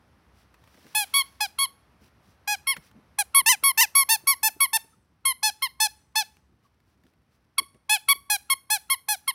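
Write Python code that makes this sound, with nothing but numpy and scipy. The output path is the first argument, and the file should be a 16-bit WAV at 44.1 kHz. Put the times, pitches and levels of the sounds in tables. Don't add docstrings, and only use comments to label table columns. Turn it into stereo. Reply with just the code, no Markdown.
import sys
import numpy as np
from scipy import signal
from scipy.fft import rfft, irfft, next_fast_len
from scipy.io import wavfile

SR = 44100
rng = np.random.default_rng(int(sys.argv[2]) if len(sys.argv) > 2 else 0)


def store_wav(level_fs):
    pcm = np.round(np.clip(np.atleast_2d(level_fs), -1, 1) * 32767)
    wavfile.write(sys.argv[1], SR, pcm.T.astype(np.int16))


N = 411894

# (time [s], length [s], pressure crest [share of length], pitch at crest [Hz],
# reed level [dB], swell to crest [dB], fade after it [dB], roughness [0-1], delay of the bounce off
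# the hand [ms], bounce strength [0-1], plush colour at 2.5, 5, 10 and 14 kHz [dB])
SQUEEZES = [(.947, .1, 0.1, 856.3, -30.5, 6.4, 8.7, .14, 0.27, .2, -4, -1.5, -1, 4),
            (1.404, 0.063, 0.088, 849, -27.5, 9.1, 10.8, .09, 0.8, .2, -9.5, 0, -11.5, -4),
            (2.474, 0.083, 0.57, 838.5, -32.5, 2.4, 9.9, 0.081, .15, .5, 0.5, 0, -5.5, -6),
            (3.185, .044, 0.086, 839.6, -24.5, 4, 10, 0.35, 0.49, .35, -12.5, -6.5, -1.5, -6),
            (3.459, 0.096, 0.43, 913.4, -28, 5.7, 16.6, .22, .14, .5, 4.5, 5.5, 5.5, 3.5),
            (3.774, 0.083, .49, 915, -29, 6.3, 14.3, 0.49, .15, .65, 6.5, 5.5, 4.5, 7.5),
            (4.088, 0.077, 0.38, 906.3, -23.5, 8.3, 9.5, 0.27, 0.46, .35, -12.5, 1.5, -4, 4.5),
            (4.429, 0.068, 0.63, 876.3, -30, 2.5, 23, 0.13, .15, .5, -3, 1.5, 4, 6.5),
            (4.73, 0.056, 0.63, 900, -24.5, 3.9, 59, 0.36, .52, .2, -11.5, -3, -2.5, -2.5),
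            (5.428, 0.076, 0.3, 866.4, -26, 5.3, 7.8, 0.12, 0.69, .2, -12, 3.5, -5.5, -5.5),
            (5.8, 0.075, 0.28, 871, -25.5, 2.2, 6.9, 0.18, 0.49, .2, -12, 3.5, -4, -3.5),
            (6.154, .078, 0.32, 873.6, -25.5, 3.2, 13.4, 0.13, .48, .2, -12, 3.5, -11, -4.5),
            (7.893, 0.083, 0.43, 860.7, -27.5, 3.6, 15.3, 0.17, 0.27, .2, -1.5, -0.5, -1.5, -1.5),
            (8.298, 0.071, 0.13, 841.3, -27.5, 1, 7.2, 0.2, .5, .35, -8.5, -0.5, -2, -0.5),
            (8.7, 0.078, 0.3, 858.6, -26, 5.2, 13.8, .11, .5, .35, -11.5, -1, -3, 0.5),
            (9.084, 0.074, 0.36, 849, -27, 1.2, 14.4, 0.077, .51, .35, -14, -3, -4, -1.5)]
# (frequency [Hz], level [dB])
RUB_TONE = [(100, -20), (700, -5.5), (1500, 0), (3000, -2.5), (4300, -3), (5900, -1.5), (6500, -11),
            (10000, -8.5), (15500, -12.5)]


def squeezes():
    # (frequency [Hz], gain [dB])
    pipe_tone = [(700.0, 3), (900.0, 1.5), (1700.0, 2.5), (2600.0, 10), (3500.0, 3.5), (4300.0, -0.6),
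                 (5800.0, -2.1), (6900.0, -7.5), (8200.0, -4.5), (9500.0, 3.5), (11000.0, 1.5),
                 (12200.0, -4.5), (14000.0, -6.5), (15800.0, -13.5)]
    return squeaks(SQUEEZES, pipe_tone, hz_per_db=9.5, dull_hz=11900, free_hz=1083, start_db=-8.5)


def releases():
    breaths = [(1.137, 0.088, 0.34, 1119, -27.5, 2, 5.6, .08, .28, 0.39, .5, 5, -6.5, 0),
               (1.585, 0.078, 0.56, 1109, -28, 2.5, 10, 0.084, .27, 0.59, -4, 3, -5.5, -7),
               (2.669, 0.081, 0.39, 1095, -28.5, 2, 23.5, 0.071, .39, .53, -3.5, 1.5, -5.5, -3.5),
               (3.345, 0.073, 0.49, 1110, -21.5, 1.5, 13, 0.058, .24, 0.24, -4, -5.5, 2, -5),
               (3.635, 0.085, .29, 1110, -22, 1.5, 7.2, 0.053, .39, 0.19, -9, -2, -4, 0),
               (3.95, 0.088, 0.22, 1117, -26.5, 2, 5.3, .08, .16, 0.54, 0.5, 3.5, 2.5, 1.5),
               (4.27, 0.075, .33, 1119, -28.5, 2, 12.6, 0.077, .15, .65, 2, 8, 3, 4),
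               (4.603, 0.062, .36, 1110, -24, 0.5, 11.2, 0.082, .42, .15, -5.5, -1.5, -2.5, 2),
               (5.251, .077, 0.055, 1081, -28.5, 0, 6.6, 0.076, 0.27, 0.18, -2.5, 0, 2.5, -6.5),
               (5.62, 0.057, 0.16, 1078, -29.5, 10, 13.3, 0.075, .21, 0.33, 2, 3, -7.5, -1),
               (7.58, .022, 0.15, 1116, -23.5, 4.5, 3.5, 0.12, .67, 0.3, -1.5, 3, 0, -10),
               (8.084, .05, 0.5, 1129, -22.5, 3.5, 4.9, 0.16, 0.65, 0.25, 1, 0.5, -4, -0.5),
               (8.498, 0.043, 0.2, 1090, -25.5, 3, 1.5, 0.093, 0.6, 0.048, -3.5, 2, -2.5, -2.5),
               (8.898, 0.054, 0.41, 1090, -26.5, 3.5, 10.6, .08, 0.55, 0.068, -4.5, 1.5, -2.5, -1.5),
               (9.276, 0.041, 0.27, 1085, -28, 0, 16.8, .08, .23, 0.33, 0, -1, -.5, -5)]
    # (frequency [Hz], gain [dB])
    pipe_tone = [(850.0, 0), (1100.0, 1.5), (2200.0, 7), (3300.0, 1.5), (4400.0, -2.5), (5550.0, -10.5),
                 (6600.0, -17.5), (7700.0, -22.5), (8900.0, -3.5), (10000.0, 3), (11100.0, 9),
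                 (12300.0, -1.5), (14400.0, -7), (15800.0, -19.5)]
    return squeaks(breaths, pipe_tone, hz_per_db=13.5, dull_hz=11000, free_hz=1340, start_db=-8)


def squeaks(rows, pipe_tone, hz_per_db, dull_hz, free_hz, start_db):
    plush_bands = [1000, 2500, 5000, 10000, 14000]
    out, hz = np.zeros(N), np.fft.rfftfreq(1024, 1 / SR)
    bass_loss_db = -10 * np.log10(1 + (560 / (hz + 30)) ** 8)
    pipe_db = curve_at(pipe_tone, hz) + bass_loss_db
    for row in rows:
        start, level_db, bounce_ms, bounce = row[0], row[4], row[8], row[9]
        plush_db = curve_at(list(zip(plush_bands, [0, *row[10:]])), hz)
        comb_db = 20 * np.log10(abs(1 + bounce * np.exp(-2j * np.pi * hz * bounce_ms / 1000)))
        add(out, start, colour(reed(row[:8], hz_per_db, dull_hz), pipe_db + plush_db + comb_db))
        add(out, start - .018, gain_of(level_db + start_db) * reed_onset(free_hz))
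    return out


def reed(row, hz_per_db, dull_hz, waver=.0022, jitter=.0085, smear=.085, attack_s=.005, release_s=.005):
    start, length, crest, crest_hz, level_db, swell_db, fade_db, roughness = row
    t = np.arange(0, length, 1 / SR)
    climb_db = swell_db * np.maximum(1 - t / length / crest, 0) ** 2
    droop_db = fade_db * np.maximum((t / length - crest) / (1 - crest), 0) ** 2.3
    stall_hz = 60 * np.exp((t - length) / .003)
    jump, screech = overblowing(start + t)
    hz = crest_hz - hz_per_db * (climb_db + droop_db) - stall_hz + 108 * jump
    rasp = roughness * (1.2 - .2 * t / length) + screech
    cycles = np.cumsum(hz * (1 + waver * wander(220, len(t)))) / SR
    cycles += jitter * rasp * wander(500, len(t))
    harmonic = np.arange(1, SR / 2 // hz.max())[:, None]
    sway_db = 1.4 * np.array([wander(78, len(t)) for _ in harmonic]) * np.minimum((harmonic - 1) / 4, 1)
    shriek_db = 6 * jump * np.exp(-((harmonic * hz - 6000) / 500) ** 2)
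    dulling_db = droop_db * (1 + harmonic * hz / dull_hz)
    break_db = 6 * np.log(harmonic) * np.exp((t - length) / .0041)
    strength = gain_of(sway_db + shriek_db - dulling_db - break_db)
    chirp = smear * harmonic ** 2 / 2
    pulses = (strength * np.cos(2 * np.pi * (harmonic * cycles - chirp))).sum(0)
    flow = gain_of(-21 - droop_db) * np.sqrt(rasp) + gain_of(-9) * np.exp(-t / attack_s)
    opening = 1 + np.cos(2 * np.pi * cycles)
    air = flow * opening * noise([(500, -18.5), (4000, 1), (7000, 1), (16000, -7)], len(t))
    fade_in = np.sin(np.pi / 2 * ramp(t, 0, attack_s)) ** 2
    fade_out = np.minimum((length - t) / release_s, 1) ** .62
    return gain_of(level_db - climb_db) * fade_in * fade_out * (pulses + 2 * air)


def reed_onset(hz, growth_s=.0027, overtone_gain=.76):
    t = np.arange(-.02, .004, 1 / SR)
    swing = np.exp(np.minimum(t, -3 * t) / growth_s)
    phase = 2 * np.pi * hz * t
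    overtones = np.sin(2 * phase) + np.sin(3 * phase) / 2
    return swing * np.sin(phase) + overtone_gain * swing ** 1.5 * overtones


def overblowing(t, jump_s=.0065, slip_s=.012, screech_s=.027):
    # (time of the jump [s], hold [s])
    overblows = [(3.488, .029), (3.808, .015)]
    jump = screech = 0
    for start, hold in overblows:
        slip = ramp(t, start + hold, slip_s)
        jump += ramp(t, start, jump_s) - slip
        screech += slip - ramp(t, start + hold + slip_s, screech_s)
    return jump, .22 * screech


def last_air(level_db=-52.5, t60=.2):
    # (frequency [Hz], level [dB])
    hiss_tone = [(500, -23.5), (2000, -3.5), (4500, -2.5), (7500, 2), (11000, 1), (16000, -8)]
    out, t = np.zeros(N), np.arange(SR // 4) / SR
    envelope = gain_of(level_db - 60 * t / t60) * ramp(t, 0, .01)
    for start, length, *_ in SQUEEZES:
        add(out, start + length - .01, envelope * noise(hiss_tone, len(t)))
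    return out


def reed_hums():
    # (time [s], level [dB], pitch [Hz], length [s])
    breaths = [(4.919, -61, 1284, 0.036), (6.64, -61.5, 1143, 0.037)]
    out = np.zeros(N)
    for start, db, hz, length in breaths:
        size = int(length * SR)
        glide = np.linspace(1.04, .96, size) + .036 * wander(200, size)
        cycles = np.cumsum(hz * glide) / SR
        add(out, start, gain_of(db) * np.hanning(size) * np.sin(2 * np.pi * cycles))
    return out


def knocks(rise_s=.0049, puff_db=-2):
    # (time [s], level [dB], pitch [Hz], t60 [s])
    hits = [(0.775, -44.5, 326, 0.058), (0.846, -47, 276, 0.15), (2.015, -52, 215, 0.12),
            (2.698, -51, 400, 0.17), (2.764, -51.5, 424, .06), (2.772, -39, 193, 0.043),
            (2.78, -35.5, 106.3, 0.067), (3.414, -46, 345, 0.065), (3.627, -29, 340, 0.025),
            (4.15, -53, 400, 0.063), (4.237, -43, 330, 0.039), (4.482, -50, 344, 0.064),
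            (4.561, -41.5, 306, 0.045), (4.842, -47, 301, 0.05), (7.04, -53.5, 263, 0.16),
            (7.6, -42, 448, 0.069), (7.614, -35.5, 330, 0.034), (7.745, -45, 263, .07),
            (8.128, -53, 470, 0.059), (8.156, -34.5, 350, 0.022), (8.537, -57, 410, 0.062)]
    out, t = np.zeros(N), np.arange(SR // 3) / SR
    for start, db, hz, t60 in hits:
        puff_tone = [(hz / 4, -18), (hz / 2, -3), (hz, 0), (hz * 2, -10), (hz * 5, -30), (hz * 25, -60)]
        body = np.sin(2 * np.pi * hz * t) / 2 + gain_of(puff_db) * noise(puff_tone, len(t))
        add(out, start, gain_of(db - 60 * t / t60) * (1 - np.exp(-t / rise_s)) * body)
    return out


def ticks():
    # (time [s], level [dB], t60 [s])
    hits = [(0.542, -52.5, 0.046), (0.639, -53.5, .03), (0.675, -54, 0.033), (0.743, -52, 0.033),
            (0.774, -58, .04), (0.845, -63, 0.03), (0.866, -51.5, 0.045), (2.765, -35.5, 0.0066),
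            (2.767, -35.5, 0.036), (2.913, -52.5, 0.023), (3.626, -52, 0.033), (6.369, -49.5, .01),
            (6.803, -63, 0.016), (7.037, -57, 0.02), (7.067, -54.5, 0.012), (7.137, -65.5, 0.019),
            (7.746, -59, 0.024)]
    # (frequency [Hz], level [dB])
    tick_tone = [(200, -2), (700, -5.5), (2000, -1), (5500, -17.5), (7500, -19), (15000, -21)]
    out, t = np.zeros(N), np.arange(SR // 3) / SR
    for start, db, t60 in hits:
        add(out, start, gain_of(db - 60 * t / t60) * noise(tick_tone, len(t)))
    return out


def plush_rustles(squeeze_s=.32, squeeze_db=-73):
    # (time [s], length [s], level [dB])
    grips = [(.312, 0.17, -66), (.45, 1.18, -59.5), (1.98, .14, -64), (2.172, 0.23, -68.5),
             (2.786, .14, -61), (6.611, .09, -74), (6.821, .16, -76), (7.0, 0.15, -76), (7.28, .13, -74)]
    pumping = [(row[0], squeeze_s, squeeze_db) for row in SQUEEZES]
    return friction(grips + pumping, RUB_TONE, grain_db=1.5)


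def foot_shuffles():
    # (time [s], length [s], level [dB])
    scuffs = [(.735, 0.03, -58), (2.93, .1, -53)]
    # (frequency [Hz], level [dB])
    scuff_tone = [(60, -17.5), (240, 3), (450, -16), (2000, -30), (8000, -58)]
    return friction(scuffs, scuff_tone, grain_db=4)


def friction(rows, tone, grain_db):
    out = np.zeros(N)
    for start, length, db in rows:
        size = int(length * SR)
        grain = unit_rms(gain_of(grain_db * wander(150, size)))
        add(out, start, gain_of(db) * np.hanning(size) * grain * noise(tone, size))
    return out


def reflection_send(closest_s=3.25, approach_s=.45, retreat_s=1.4, dip_db=-10.5):
    t = np.arange(N) / SR
    closeness = ramp(t, closest_s - approach_s, approach_s) - ramp(t, closest_s, retreat_s)
    return gain_of(dip_db * closeness)


def wall_slap(sound, delay_s=.047, slap_db=-31, cutoff_hz=4200):
    out = np.zeros(N)
    add(out, delay_s, gain_of(slap_db) * lowpass(sound, cutoff_hz))
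    return out


def deck_reverb(sound, early_db=9, early_s=.2):
    # (frequency [Hz], level before the early lift [dB], t60 [s])
    bands = [(200, -28, 0.55), (902, -30.5, 0.52), (2500, -33, 0.39), (5030, -29.5, 0.35),
             (8000, -34.5, 0.69), (11000, -28.5, 0.3), (16000, -27, .3)]
    taps = rng.standard_normal(SR) * (rng.random(SR) < 3000 / SR)
    taps *= np.arange(SR) > .003 * SR
    hz, t, spectrum = signal.stft(taps, SR, nperseg=256)
    decay = gain_of(-60 * t / curve_at(bands, hz, column=2)[:, None])
    decay *= gain_of(curve_at(bands, hz))[:, None] / np.sqrt((decay ** 2).mean(1, keepdims=True))
    decay *= gain_of(early_db * np.exp(-t / early_s))
    tail = signal.istft(spectrum * decay, SR, nperseg=256)[1] / np.linalg.norm(taps)
    return signal.fftconvolve(sound, tail)[:N]


def background(rumble_db=-63.5, wash_db=-66, rub_db=-84):
    # (frequency [Hz], level [dB])
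    rumble_tone = [(20, -52), (38, -27.5), (50, -10.5), (63, 0), (80, -3.5), (100, -6.5), (140, -9.5),
                   (250, -13), (500, -25.5), (1500, -73)]
    # (frequency [Hz], level [dB])
    wash_tone = [(40, -32.5), (150, -1.5), (300, -6), (600, -4), (1100, -4), (2000, -9.5), (3500, -17.5),
                 (5800, -20.5), (7000, -31), (11000, -24.5), (16000, -37)]
    t = np.arange(N) / SR
    rumble = gain_of(rumble_db - .5 * t + 1.5 * wander(8, N))
    wash = gain_of(wash_db - 8.5 * ramp(t, start=4.2, length=.8))
    rub = gain_of(rub_db) * unit_rms(gain_of(3 * wander(60, N)))
    return rumble * noise(rumble_tone, N) + wash * noise(wash_tone, N) + rub * noise(RUB_TONE, N)


def gain_of(db):
    return 10 ** (np.asarray(db) / 20)


def unit_rms(x):
    return x / np.sqrt(np.mean(x ** 2) + 1e-20)


def ramp(t, start, length):
    return np.clip((t - start) / length, 0, 1)


def curve_at(points, hz, column=1):
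    table = np.array(points)
    return np.interp(np.log(hz + 1), np.log(table[:, 0] + 1), table[:, column])


def add(mix, start, sound):
    part = mix[round(start * SR):][:len(sound)]
    part += sound[:len(part)]


def noise(tone, size):
    padded = next_fast_len(size)
    shape = gain_of(curve_at(tone, np.fft.rfftfreq(padded, 1 / SR)))
    return unit_rms(irfft(rfft(rng.standard_normal(padded)) * shape, padded)[:size])


def lowpass(x, hz):
    return signal.sosfilt(signal.butter(2, hz, fs=SR, output="sos"), x)


def wander(rate_hz, size):
    return unit_rms(lowpass(rng.standard_normal(size), rate_hz))


def colour(x, db):
    log_gain = np.r_[db, db[-2:0:-1]] * np.log(10) / 20
    response = np.exp(signal.hilbert(log_gain).conj())
    return signal.fftconvolve(x, np.fft.ifft(response).real)


def scene(width_db=-16):
    toy = squeezes() + releases() + last_air() + reed_hums()
    direct = toy + knocks() + ticks() + plush_rustles() + foot_shuffles()
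    send = direct * reflection_send()
    mid = direct + wall_slap(send) + deck_reverb(send) + background()
    treble = signal.firwin(401, 5900, window=("kaiser", 8), pass_zero=False, fs=SR)
    side = gain_of(width_db) * signal.oaconvolve(signal.hilbert(mid).imag, treble, "same")
    return np.array([mid + side, mid - side])


def record(dry):
    low_cut = signal.butter(4, 45, "high", fs=SR, output="sos")
    high_cut = signal.firwin(301, 15950, window=("kaiser", 8), fs=SR)
    return signal.oaconvolve(signal.sosfilt(low_cut, dry), high_cut[None], "same")


dry = scene()
out = record(dry)
store_wav(out)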